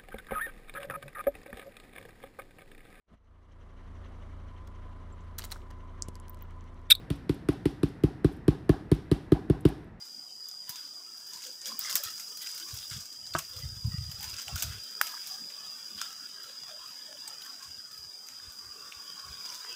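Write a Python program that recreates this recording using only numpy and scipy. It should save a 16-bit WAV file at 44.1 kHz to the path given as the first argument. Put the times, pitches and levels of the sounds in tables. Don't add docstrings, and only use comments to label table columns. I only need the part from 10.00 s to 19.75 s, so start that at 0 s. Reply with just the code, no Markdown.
import sys
import numpy as np
from scipy import signal
from scipy.io import wavfile
from scipy.ndimage import uniform_filter1d

SR = 44100
rng = np.random.default_rng(int(sys.argv[2]) if len(sys.argv) > 2 else 0)


def unload_wav(signal):
    wavfile.write(
        sys.argv[1],
        SR,
        np.round(np.clip(np.atleast_2d(signal).T, -1, 1) * 32767).astype(np.int16),
    )


N = 429975

TICK_DB = -50


def gain_of(db):
    return 10 ** (np.asarray(db) / 20)


def evened(x):
    return x / np.sqrt(np.mean(x ** 2) + 1e-20)


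def along(table, column=1):
    rows = np.array(table)
    return np.interp(np.arange(N) / SR, rows[:, 0], rows[:, column])


def add(mix, s, sound):
    part = mix[max(round(s * SR), 0):][:len(sound)]
    part += sound[:len(part)]


def slow(seconds):
    span = max(round(seconds * SR), 1)
    once = uniform_filter1d(rng.standard_normal(N), span)
    return evened(uniform_filter1d(once, span))


def bouts(rows, rise_db_per_s, fall_db_per_s):
    t = np.arange(N) / SR
    total = np.zeros(N)
    for s, hold, db in rows:
        rise = rise_db_per_s * np.maximum(s - t, 0)
        fall = fall_db_per_s * np.maximum(t - s - hold, 0)
        total += gain_of(db - rise - fall)
    return total


def no_bass(x, hz):
    return signal.sosfilt(signal.butter(4, hz, "high", fs=SR, output="sos"), x)


def resonate(x, hz, width):
    turn = np.exp(2j * np.pi * np.cumsum(hz * np.ones(len(x))) / SR)
    r = np.exp(-np.pi * width / SR)
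    smooth = signal.lfilter([(1 - r) ** 2], [1, -2 * r, r * r], x / turn)
    return 2 * (turn * smooth).real


def coloured(x, points, patchy_db, size=512, span=(8, 10), smooth_hz=4500):
    swell_share = 0.79
    hz, _, z = signal.stft(x, SR, nperseg=size, noverlap=size * 3 // 4)
    chance = rng.standard_normal(z.shape[::-1]).T
    patches = evened(uniform_filter1d(uniform_filter1d(chance, span[0], 0), span[1], 1))
    patches = np.where(patches > 0, swell_share * patches, patches)
    depth = 0.28 + 1.07 / (1 + (hz / smooth_hz) ** 6)
    f, db = np.transpose(points)
    shape = np.interp(np.log(hz + 1), np.log(f + 1), db)
    z = z * gain_of(shape[:, None] + patchy_db * depth[:, None] * patches)
    return evened(signal.istft(z, nperseg=size, noverlap=size * 3 // 4)[1][:N])


def crackle(per_s, spread_db, t60, bed):
    strike = rng.random(N) < per_s / SR
    size = gain_of(spread_db * np.minimum(rng.exponential(1, N), 4)) * strike
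    flares = signal.lfilter([1], [1, -gain_of(-60 / (t60 * SR))], size)
    return (bed + evened(flares)) * rng.standard_normal(N)


def forest_air():
    # frequency in Hz, relative level in dB per Hz.
    air_tone = [(18, -70), (35, -50), (70, -40), (220, -11.5), (450, -18), (620, -19.5), (800, -17.5),
                (1300, -23), (2150, -53), (3200, -13.5), (4250, -60), (5300, -8), (7700, -11), (11000, -21),
                (15000, -19.5)]
    return gain_of(-57) * coloured(rng.standard_normal(N), air_tone, 3.84, size=1024, span=(3, 18))


def cicadas():
    # time in seconds, level in dB.
    chorus_level = [(0, -45), (.9, -44), (1.2, -47), (1.9, -44), (2.2, -44), (2.8, -45.5), (5, -43),
                    (6.1, -44.5), (8.3, -47.5), (9.75, -44.5)]
    # pitch in Hz, width of each smoothing in Hz, relative level in dB.
    singers = [(4806, 102, -7), (4868, 62, -7.5), (4886, 98, -5.5), (5037, 24, -8), (4990, 49, -4.5)]
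    waver_db, waver_s = 1, 0.062
    dip_db, dip_s = 2, 0.011
    chorus = np.zeros(N)
    for hz, width, db in singers:
        chorus += gain_of(db) * resonate(rng.standard_normal(N), hz, width)
    level = along(chorus_level) + waver_db * slow(waver_s) + dip_db * np.minimum(slow(dip_s), 0)
    return gain_of(level) * evened(chorus)


def rustle():
    # time in seconds, crisp treble control in dB,
    # dull middle control in dB.
    stir = [(0.0, -52.5, -60), (0.46, -58, -65.5), (0.78, -52, -58.5), (1.11, -52, -61), (1.74, -49.5, -62),
            (1.87, -45.5, -44.5), (2.23, -46.5, -58.5), (2.8, -45, -59.5), (3.12, -52, -61),
            (3.58, -48.5, -58.5), (3.85, -51, -57.5), (4.53, -48, -50.5), (4.89, -49.5, -53),
            (5.26, -47, -57), (5.54, -49, -52.5), (6.08, -48.5, -53.5), (6.41, -53, -54.5),
            (7.44, -51, -53.5), (8.04, -54.5, -60), (9.75, -48.5, -49.5)]
    # frequency in Hz, relative level in dB per Hz.
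    fizz_tone = [(6500, -75), (8500, 3), (10500, 8), (14800, 4.5), (16000, 23)]
    swish_tone = [(3500, -77), (5200, 13.5), (6500, 6.5), (8200, 2), (10000, -57), (16000, -21)]
    scrape_tone = [(1500, -85), (2300, -2), (2800, 5.5), (3300, 10), (3800, 7.5), (4300, -0.5), (6000, -11)]
    shuffle_tone = [(400, -6), (800, -8), (1300, 3), (1700, -0.5), (2300, -11), (3200, -33)]
    crisp_rest_db, dull_rest_db = -52, -58
    breaks = crackle(per_s=80, spread_db=5, t60=.06, bed=4.5)
    breaks = breaks + crackle(per_s=110, spread_db=4, t60=.008, bed=0) * 2.2
    fizz = coloured(breaks, fizz_tone, 1.4, size=256)
    swish = coloured(breaks, swish_tone, 4.6, size=256)
    scrape = coloured(breaks, scrape_tone, 5.8, size=1024, span=(3, 18))
    shuffle = coloured(breaks, shuffle_tone, 4.6, size=1024, span=(3, 16))
    crisp = along(stir, column=1) - crisp_rest_db
    dull = along(stir, column=2) - dull_rest_db
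    out = gain_of(-54.5 + 2.2 * crisp) * fizz
    out += gain_of(-57 + 1.22 * crisp) * swish
    out += gain_of(-62.5 + 0.9 * dull) * scrape
    out += gain_of(-62.5 + 0.72 * dull) * shuffle
    return out


def ticks(count=50):
    middle_db, top_db, spread_db, t60_s = -14, -14, 4, .03
    when = rng.random(count) * N / SR
    a, b, c = spread_db * rng.standard_normal((count, 3)).T
    return list(zip(when, TICK_DB + a, middle_db + b, top_db + c, np.full(count, t60_s)))


def snaps():
    # start in seconds, level in dB, middle trim in dB,
    # top trim in dB, tail t60 in seconds (kept within 0.005 to 0.3 below).
    breakages = [(0.487, -48, -40, -8, 0.028), (0.513, -50, -36, -24, 0.038), (0.693, -27, -6, -9.5, 0.057),
                 (0.758, -33, 6, -17, 0.083), (1.201, -42, -26, -28, .055), (1.266, -43, -24, -15, 0.06),
                 (1.334, -33, -36, -22, 0.14), (1.372, -34, -28, -26, .048), (1.42, -32, 3.5, -26, 0.078),
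                 (1.438, -33, -26, -20, 0.11), (1.465, -31, -6, -20, 0.073), (1.615, -30.5, -26, -32, .05),
                 (1.67, -30, -12, -11, 0.063), (1.6576, -26, -19, -26, 0.21), (1.7198, -36, -7, -25, 0.045),
                 (1.7926, -41, -30, 1, 0.039), (1.846, -27, -23, -22, 0.039), (1.857, -30, -20, -24, .04),
                 (1.8966, -23.5, -16, -15, 0.12), (1.927, -26, -13, -12, .08), (1.946, -34, -15, -18, .04),
                 (1.9541, -15, -5, -11.5, 0.097), (2.037, -24.5, -3, -14, 0.08), (2.049, -29, -8, -16, .06),
                 (2.103, -30.5, -24, -16, 0.043), (2.155, -38, -15, -15, 0.05),
                 (2.179, -29, -18, -25, .055), (2.196, -31.5, 5, -14, 0.11), (2.283, -34, -19, -20, .055),
                 (2.371, -36, -34, -11, 0.048), (2.4162, -32, -17, -12, 0.14), (2.471, -29, -17, -24, .055),
                 (2.4905, -29, -29, -20, .068), (2.515, -32, -30, -25, 0.05), (2.547, -47, -26, -4, 0.06),
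                 (2.577, -32, -19, -17, 0.074), (2.599, -30, -20, -19, .04), (2.695, -36, -25, -21, .04),
                 (2.687, -34, -15, -24, .04), (2.707, -33, -20, -22, .04), (2.74, -38, -20, -9, 0.061),
                 (2.7485, -38, -20, -20, .03), (2.767, -35, -20, -16, .04), (2.788, -48, -14, -20, 0.036),
                 (2.9006, -35, -31, -16, 0.03), (2.931, -33, 6, -25, 0.094), (2.913, -34, -2, -24, .04),
                 (2.922, -34, -10, -22, .03), (2.9765, -40, -8, -21, 0.038), (3.005, -34, -30, -21, 0.17),
                 (3.055, -34.5, -30, -19, 0.061), (3.127, -37.5, -27, -21, 0.06),
                 (3.266, -31, -27, -33, 0.047), (3.336, -31, 5, -23, 0.096), (3.3505, -40, 15, -23, .08),
                 (3.363, -38, 8, -23, 0.1), (3.3867, -21.5, -8, -12, 0.043), (3.389, -28, 12, -21, 0.048),
                 (3.564, -36, -21, -15, .06), (3.591, -45, -16, -9, 0.1), (3.8906, -44, 0, -28, .055),
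                 (4.114, -35, 3, -12, .055), (4.2065, -40, 8, -9, .06), (4.2273, -30, 10, -12.5, 0.086),
                 (4.242, -29, 5, -18, 0.062), (4.297, -31, -15, -15, 0.06), (4.366, -36, -24, -23, 0.045),
                 (4.385, -31.5, 10, -24, 0.15), (4.4167, -30.5, -3, -14, 0.038),
                 (4.4808, -26.5, 5, -24, 0.046), (4.5576, -27, 4, -12.5, .055),
                 (4.5784, -26.5, 5, -21, 0.28), (4.604, -32, -20, -13, .04),
                 (4.623, -16.5, -2, -13.5, 0.064), (4.726, -39, 8, -24, .055), (4.835, -41, -18, -15, .055),
                 (5.0135, -17.5, 8.5, -4, 0.018), (5.0693, -29.5, 9, -17, 0.089),
                 (5.271, -31, -35, -8.5, 0.041), (5.501, -44, 18, -22, .04), (6.0148, -18, 4.5, -23, 0.03),
                 (6.4653, -41, -21, -29, .055), (7.2773, -31, -25, -17, .04), (7.418, -49, -10, -6, .04),
                 (7.625, -37, 2, -23, 0.38), (8.2865, -38, 10, -16, 0.028), (8.499, -42, -22.5, -27, 0.028),
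                 (8.92, -47, 21, -17, 0.051), (9.5204, -45, 8, -26, .055), (9.545, -28.5, -36, -19, 0.048)]
    # pitch in Hz,
    # width of each smoothing in Hz, trim in dB.
    litter = [(1590, 480, -7), (2940, 3400, -24.5), (6210, 4370, -11), (14300, 11500, 5)]
    build_s = .0007
    body_db, tail_db = -23.5, -1
    drier_db_per_db = 0.52
    top_crack_db, top_scatter_db = -14, -4.5
    out, t = np.zeros(N), np.arange(6000) / SR
    for s, db, middle_db, top_db, t60 in ticks() + breakages:
        noise, grit = rng.standard_normal((2, len(t)))
        crack = 1.3 * np.sign(noise) * gain_of(-60 * np.maximum(t - build_s, 0) / .004)
        splinters = gain_of(3 * evened(uniform_filter1d(grit, size=50)) - 1)
        tail = noise * gain_of(tail_db) * splinters * gain_of(-60 * t / np.clip(t60, .005, .3))
        scatter_db = tail_db - drier_db_per_db * (db - TICK_DB)
        scatter = noise * gain_of(scatter_db) * 1.24 * gain_of(-60 * t / 0.42)
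        full = crack + tail + scatter
        top = gain_of(top_crack_db) * crack + tail + gain_of(top_scatter_db) * scatter
        trims_db = (body_db, middle_db, 0, top_db)
        for drive, trim_db, (hz, width, band_db) in zip((full, full, full, top), trims_db, litter):
            band = resonate(drive * np.minimum(t / build_s, 1), hz, width)
            band = band * np.sqrt(SR / width / 3)
            add(out, s, gain_of(db + trim_db + band_db) * band)
    return out


def knocks():
    # start in seconds,
    # level in dB, pitch in Hz, t60 in seconds.
    blows = [(0.4868, -28.5, 6370, 0.0018), (.4866, -31, 14600, .003), (.5139, -30.5, 6500, 0.0016),
             (0.6924, -29, 14400, 0.0046), (.7586, -36, 6100, .003), (1.273, -44, 12000, 0.0037),
             (1.3355, -33, 6700, .004), (1.465, -45, 3120, 0.027), (1.657, -25, 5700, .003),
             (1.684, -30, 7040, .003), (1.658, -41, 3300, .02), (1.716, -35.5, 1090, 0.034),
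             (1.792, -17, 15300, 0.006), (1.7922, -27, 7540, 0.0031), (1.8478, -30, 5700, .003),
             (1.849, -35, 2060, 0.013), (1.897, -30, 5840, 0.0024), (1.8966, -34, 3570, 0.005),
             (1.926, -38, 2900, .012), (1.954, -43, 1500, 0.016), (1.954, -38, 1940, 0.032),
             (1.954, -43, 2900, 0.023), (1.965, -35, 1330, 0.037), (1.9546, -13, 14700, .006),
             (1.9655, -25, 7900, .006), (1.967, -34, 5570, .008), (2.0357, -23, 14500, 0.0045),
             (2.327, -44, 3100, 0.0093), (2.3725, -32, 5750, .003), (2.374, -43, 4300, 0.014),
             (2.4275, -40, 3360, .008), (2.472, -35, 2680, 0.005), (2.626, -41, 3600, .008),
             (2.5145, -32, 10000, .002), (2.546, -29, 8000, .0015), (2.788, -28, 5200, 0.0023),
             (2.828, -38, 3320, .003), (2.902, -28, 8000, 0.0011), (3.337, -33, 4450, 0.011),
             (3.338, -40, 3500, .01), (3.338, -45, 2050, .01), (3.341, -26, 4640, 0.0059),
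             (3.3503, -13.5, 1205, 0.0073), (3.3503, -36, 3750, 0.0072), (3.3505, -35, 2470, 0.012),
             (3.3505, -39, 2800, 0.011), (3.358, -37, 1400, 0.02), (3.356, -39, 690, 0.048),
             (3.37, -39, 1150, 0.1), (3.363, -37, 3100, 0.012), (3.3853, -19.5, 7940, 0.0022),
             (3.388, -33, 1450, 0.006), (3.394, -39, 1110, 0.012), (3.392, -31, 3000, 0.0024),
             (3.3954, -31, 2600, 0.002), (4.113, -43, 3070, 0.021), (4.337, -42, 3830, .004),
             (4.3665, -28, 5760, .002), (4.481, -42.5, 780, 0.088), (4.4812, -31, 3000, 0.0072),
             (4.558, -38, 5800, .004), (4.562, -36, 1430, 0.02), (4.621, -34, 2880, 0.02),
             (5.0129, -8.5, 1520, 0.0049), (5.013, -30.5, 870, 0.02), (5.0148, -21, 2620, .003),
             (5.0137, -17, 4970, 0.0044), (5.0137, -23, 3600, 0.0031), (5.0134, -17, 13400, 0.0037),
             (5.0143, -20, 7700, .003), (5.019, -34, 1630, 0.019), (5.14, -36, 1200, 0.013),
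             (5.172, -41.5, 1600, .025), (5.44, -47, 2600, 0.013), (6.0151, -27, 1450, 0.0069),
             (6.015, -27, 5500, 0.0045), (6.0152, -40, 3560, .003), (6.0152, -41, 2500, .003),
             (6.023, -43, 1400, 0.017), (7.171, -45, 3040, 0.02), (7.277, -32.5, 8100, 0.017),
             (7.288, -42, 8100, .015), (7.418, -44, 3080, 0.029), (7.421, -41, 3900, 0.012),
             (8.287, -30.5, 6200, .003), (8.399, -45.5, 1650, .015), (8.923, -32.5, 2670, 0.0043),
             (9.473, -42, 3600, 0.018), (9.648, -33.5, 1560, 0.0043)]
    clean_s = .011
    out, t = np.zeros(N), np.arange(4000) / SR
    clean = np.exp(-t / clean_s)
    for s, db, hz, t60 in blows:
        rough = evened(resonate(rng.standard_normal(len(t)), hz, 0.22 * hz))
        ring = clean * np.sin(2 * np.pi * hz * t) + (0.18 + .5 * (1 - clean)) * rough
        u = t / np.clip(t60, .001, .3) * np.log(1000) * 3 / 2
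        swell = u * np.exp(1 - u)
        add(out, s, gain_of(db) * swell * ring)
    return out


def crunches():
    # start in seconds, hold in seconds, treble level in dB, middle level in dB.
    settling = np.array([(0.68, 0.18, -67, -58), (1.325, 0.18, -52, -55.5), (1.652, 0.058, -48, -48.5),
                         (1.811, 0.17, -39.5, -49.5), (2.035, 0.051, -49, -48.5), (2.41, 0.21, -54, -52.5),
                         (2.685, 0.17, -53, -52), (2.916, 0.055, -46, -46.5), (3.534, 0.11, -62, -55.5),
                         (4.188, 0.23, -49, -52), (4.558, 0.21, -52, -50.5), (5.036, 0.17, -56, -52),
                         (5.237, 0.11, -49.5, -54), (5.983, 0.058, -67, -47.5), (9.45, 0.11, -49.5, -54.5)])
    # frequency in Hz, relative level in dB per Hz.
    crisp_tone = [(3500, -15), (5000, 14), (7500, 1), (9500, -6.5), (15500, -23)]
    gritty_tone = [(700, -60), (1400, 3.5), (2200, -3.5), (3300, 8.5), (4600, -0.5), (6000, -5)]
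    rise_db_per_s, fall_db_per_s = 900, 305
    breaks = crackle(per_s=300, spread_db=5, t60=.005, bed=.9)
    drag = crackle(per_s=120, spread_db=4.5, t60=.015, bed=1.8)
    treble = coloured(breaks, crisp_tone, 4.2, size=256)
    middle = coloured(drag, gritty_tone, 4.7, size=512, span=(2, 18))
    treble_level = bouts(settling[:, [0, 1, 2]], rise_db_per_s, fall_db_per_s)
    middle_level = bouts(settling[:, [0, 1, 3]], rise_db_per_s, fall_db_per_s)
    return treble_level * treble + middle_level * middle


def swells():
    # middle of the swell in seconds, level in dB, pitch in Hz.
    narrow_swells = [(.724, -56.5, 990), (1.368, -58.5, 984), (1.484, -59.5, 513), (1.678, -61, 2270),
                     (1.685, -59.5, 540), (1.722, -57, 236), (1.726, -55, 1080), (1.82, -65, 1080),
                     (1.876, -54, 1720), (1.887, -49, 2060), (1.9, -54, 1520), (1.94, -53, 1110),
                     (1.985, -51, 1700), (1.995, -58, 600), (2.069, -52, 1317), (2.453, -59, 1990),
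                     (2.6, -58.5, 1480), (2.701, -58, 1145), (2.944, -62, 1240), (3.375, -57, 2700),
                     (3.385, -56, 647), (3.577, -58.5, 516), (3.63, -60, 2020), (3.949, -57.5, 1930),
                     (4.239, -56.5, 860), (4.241, -57, 1790), (4.398, -63, 2000), (4.5, -63, 700),
                     (4.54, -57, 1114), (4.644, -58.5, 650), (4.639, -57, 1380), (4.734, -61, 1250),
                     (4.737, -58, 2000), (4.742, -61, 1680), (5.04, -53, 1305), (5.04, -56, 950),
                     (5.045, -55, 1700), (5.05, -57, 2150), (5.09, -58, 1250), (5.138, -57, 986),
                     (5.157, -55.5, 1620), (5.329, -59.5, 760), (5.427, -59, 238), (5.95, -59.5, 227),
                     (6.042, -51, 1350), (6.091, -55.5, 1300), (6.23, -58, 1430), (6.46, -59, 1360),
                     (6.49, -62, 525), (6.745, -56, 620), (6.821, -57, 1056), (7.118, -57, 593),
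                     (7.301, -57, 880), (7.499, -60, 1350), (7.632, -59.5, 1083), (8.786, -64, 427),
                     (8.86, -58, 1147), (9.2, -61, 1134), (9.27, -62, 1100), (9.52, -53, 990),
                     (9.644, -60, 1610), (9.675, -60, 1980)]
    length_s = .14
    out, envelope = np.zeros(N), np.hanning(round(length_s * SR))
    for s, db, hz in narrow_swells:
        tone = resonate(rng.standard_normal(SR // 2), hz, 70 + 0.032 * hz)
        add(out, s - length_s / 2, gain_of(db) * envelope * evened(tone[:len(envelope)]))
    return out


def handling():
    # start in seconds, rumble level in dB, hold in seconds.
    shifts = [(2.748, -49, 0.015), (2.966, -46.5, 0.0098), (3.22, -59, 0.036), (3.364, -46, 0.0075),
              (3.54, -55, 0.046), (3.64, -44, 0.0092), (3.72, -49, 0.042), (3.86, -33.5, 0.011),
              (4.018, -43.5, 0.009), (4.084, -44.5, 0.025), (4.207, -46.5, 0.13), (4.538, -41, 0.0095),
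              (4.65, -44, 0.063), (4.766, -54.5, 0.0084), (5.03, -68, .01), (5.96, -70, .01),
              (6.813, -72, 0.0099), (7.658, -69, 0.12), (7.996, -68, 0.085), (8.326, -64, 0.015),
              (8.459, -57.5, .02), (8.65, -63, 0.036), (8.85, -67, 0.0093), (9.298, -50, 0.018)]
    # frequency in Hz, relative level in dB per Hz.
    rumble_tone = [(20, -46), (45, 0.5), (90, 7), (150, -4), (230, -13.5), (320, -60)]
    # start in seconds, peak in dB, pitch in Hz.
    bumps = [(0.687, -48.5, 144), (1.348, -58, 186), (1.938, -49, 193), (2.045, -49.5, 97),
             (2.721, -35, 97), (2.905, -39.5, 112), (2.956, -45, 103), (3.349, -39, 144), (3.55, -39, 91),
             (3.588, -43, 110), (3.626, -31, 110), (3.639, -32, 96), (3.668, -43, 85), (3.709, -38, 94),
             (3.752, -38, 95), (3.838, -20, 102), (3.883, -38, 110), (3.933, -26, 136), (3.97, -26, 96),
             (3.997, -31, 109), (4.063, -37, 96), (4.08, -36, 130), (4.126, -42, 90), (4.257, -40, 77),
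             (4.514, -30, 98), (4.651, -32.5, 95), (4.665, -34, 105), (4.687, -31, 93.6), (7.682, -60, 73),
             (8.453, -48, 64), (8.947, -54, 72), (9.286, -42.5, 74)]
    rise_db_per_s, fall_db_per_s, rest_db = 349, 348, -91.5
    bump_cycles = 3.43
    lumps = crackle(per_s=30, spread_db=3, t60=.15, bed=.6)
    grip = gain_of(rest_db) + bouts([(s, hold, db) for s, db, hold in shifts], rise_db_per_s, fall_db_per_s)
    out = grip * coloured(lumps, rumble_tone, 0.99, size=2048, span=(3, 3))
    for s, db, hz in bumps:
        turns = np.arange(round(bump_cycles / hz * SR)) * hz / SR
        window = np.hanning(len(turns)) ** 2.04
        add(out, s, -gain_of(db) * window * np.cos(2 * np.pi * (turns - turns[-1] / 2)))
    return out


def tap():
    # pitch in Hz, relative level in dB, t60 in seconds.
    casing = [(154.4, -7, 0.16), (354, -3.5, 0.065), (660, 2, 0.036), (940, -6, 0.08), (1090, 0, 0.047),
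              (1307, 0, 0.086), (1540, 0, 0.065), (1640, -1, 0.062)]
    start_s, level_db, attack_s = 3.3505, -27.5, 0.00038
    out, t = np.zeros(N), np.arange(8000) / SR
    ring = sum(gain_of(db - 60 * t / t60) * np.sin(2 * np.pi * hz * t) for hz, db, t60 in casing)
    rattle = 1 + 0.37 * evened(uniform_filter1d(rng.standard_normal(len(t)), size=40))
    add(out, start_s, gain_of(level_db) * ring * rattle * np.minimum(t / attack_s, 1))
    return out


def swing():
    start_s, rise_s, level_db, waver_db = 8.16, 1, -59.5, 1
    start_hz, sink_hz_per_s, wander_hz = 1280, 174, 30
    upper_hz, upper_db = 334, -2.5
    since = np.maximum(np.arange(N) / SR - start_s, 0)
    hz = start_hz - sink_hz_per_s * since + wander_hz * slow(0.078)
    level = np.minimum(since / rise_s, 1) * gain_of(level_db + waver_db * slow(0.096))
    low, high = rng.standard_normal((2, N))
    lower = evened(resonate(low, hz, 80))
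    upper = evened(resonate(high, hz + upper_hz, 250))
    return level * (lower + gain_of(upper_db) * upper)


def scene():
    litter = rustle() + no_bass(snaps() + knocks(), 594) + crunches()
    thinned = no_bass(forest_air() + litter + swells() + swing(), 103)
    return (thinned + cicadas() + handling() + tap())[None]


def record(dry):
    edge_hz = 15580
    thin = signal.sosfilt(signal.butter(2, 45, "high", fs=SR, output="sos"), dry)
    low_pass = signal.firwin(801, edge_hz, window=("kaiser", 10), fs=SR)
    return signal.oaconvolve(thin, low_pass[None], "same", axes=1)


dry = scene()
out = record(dry)
unload_wav(out)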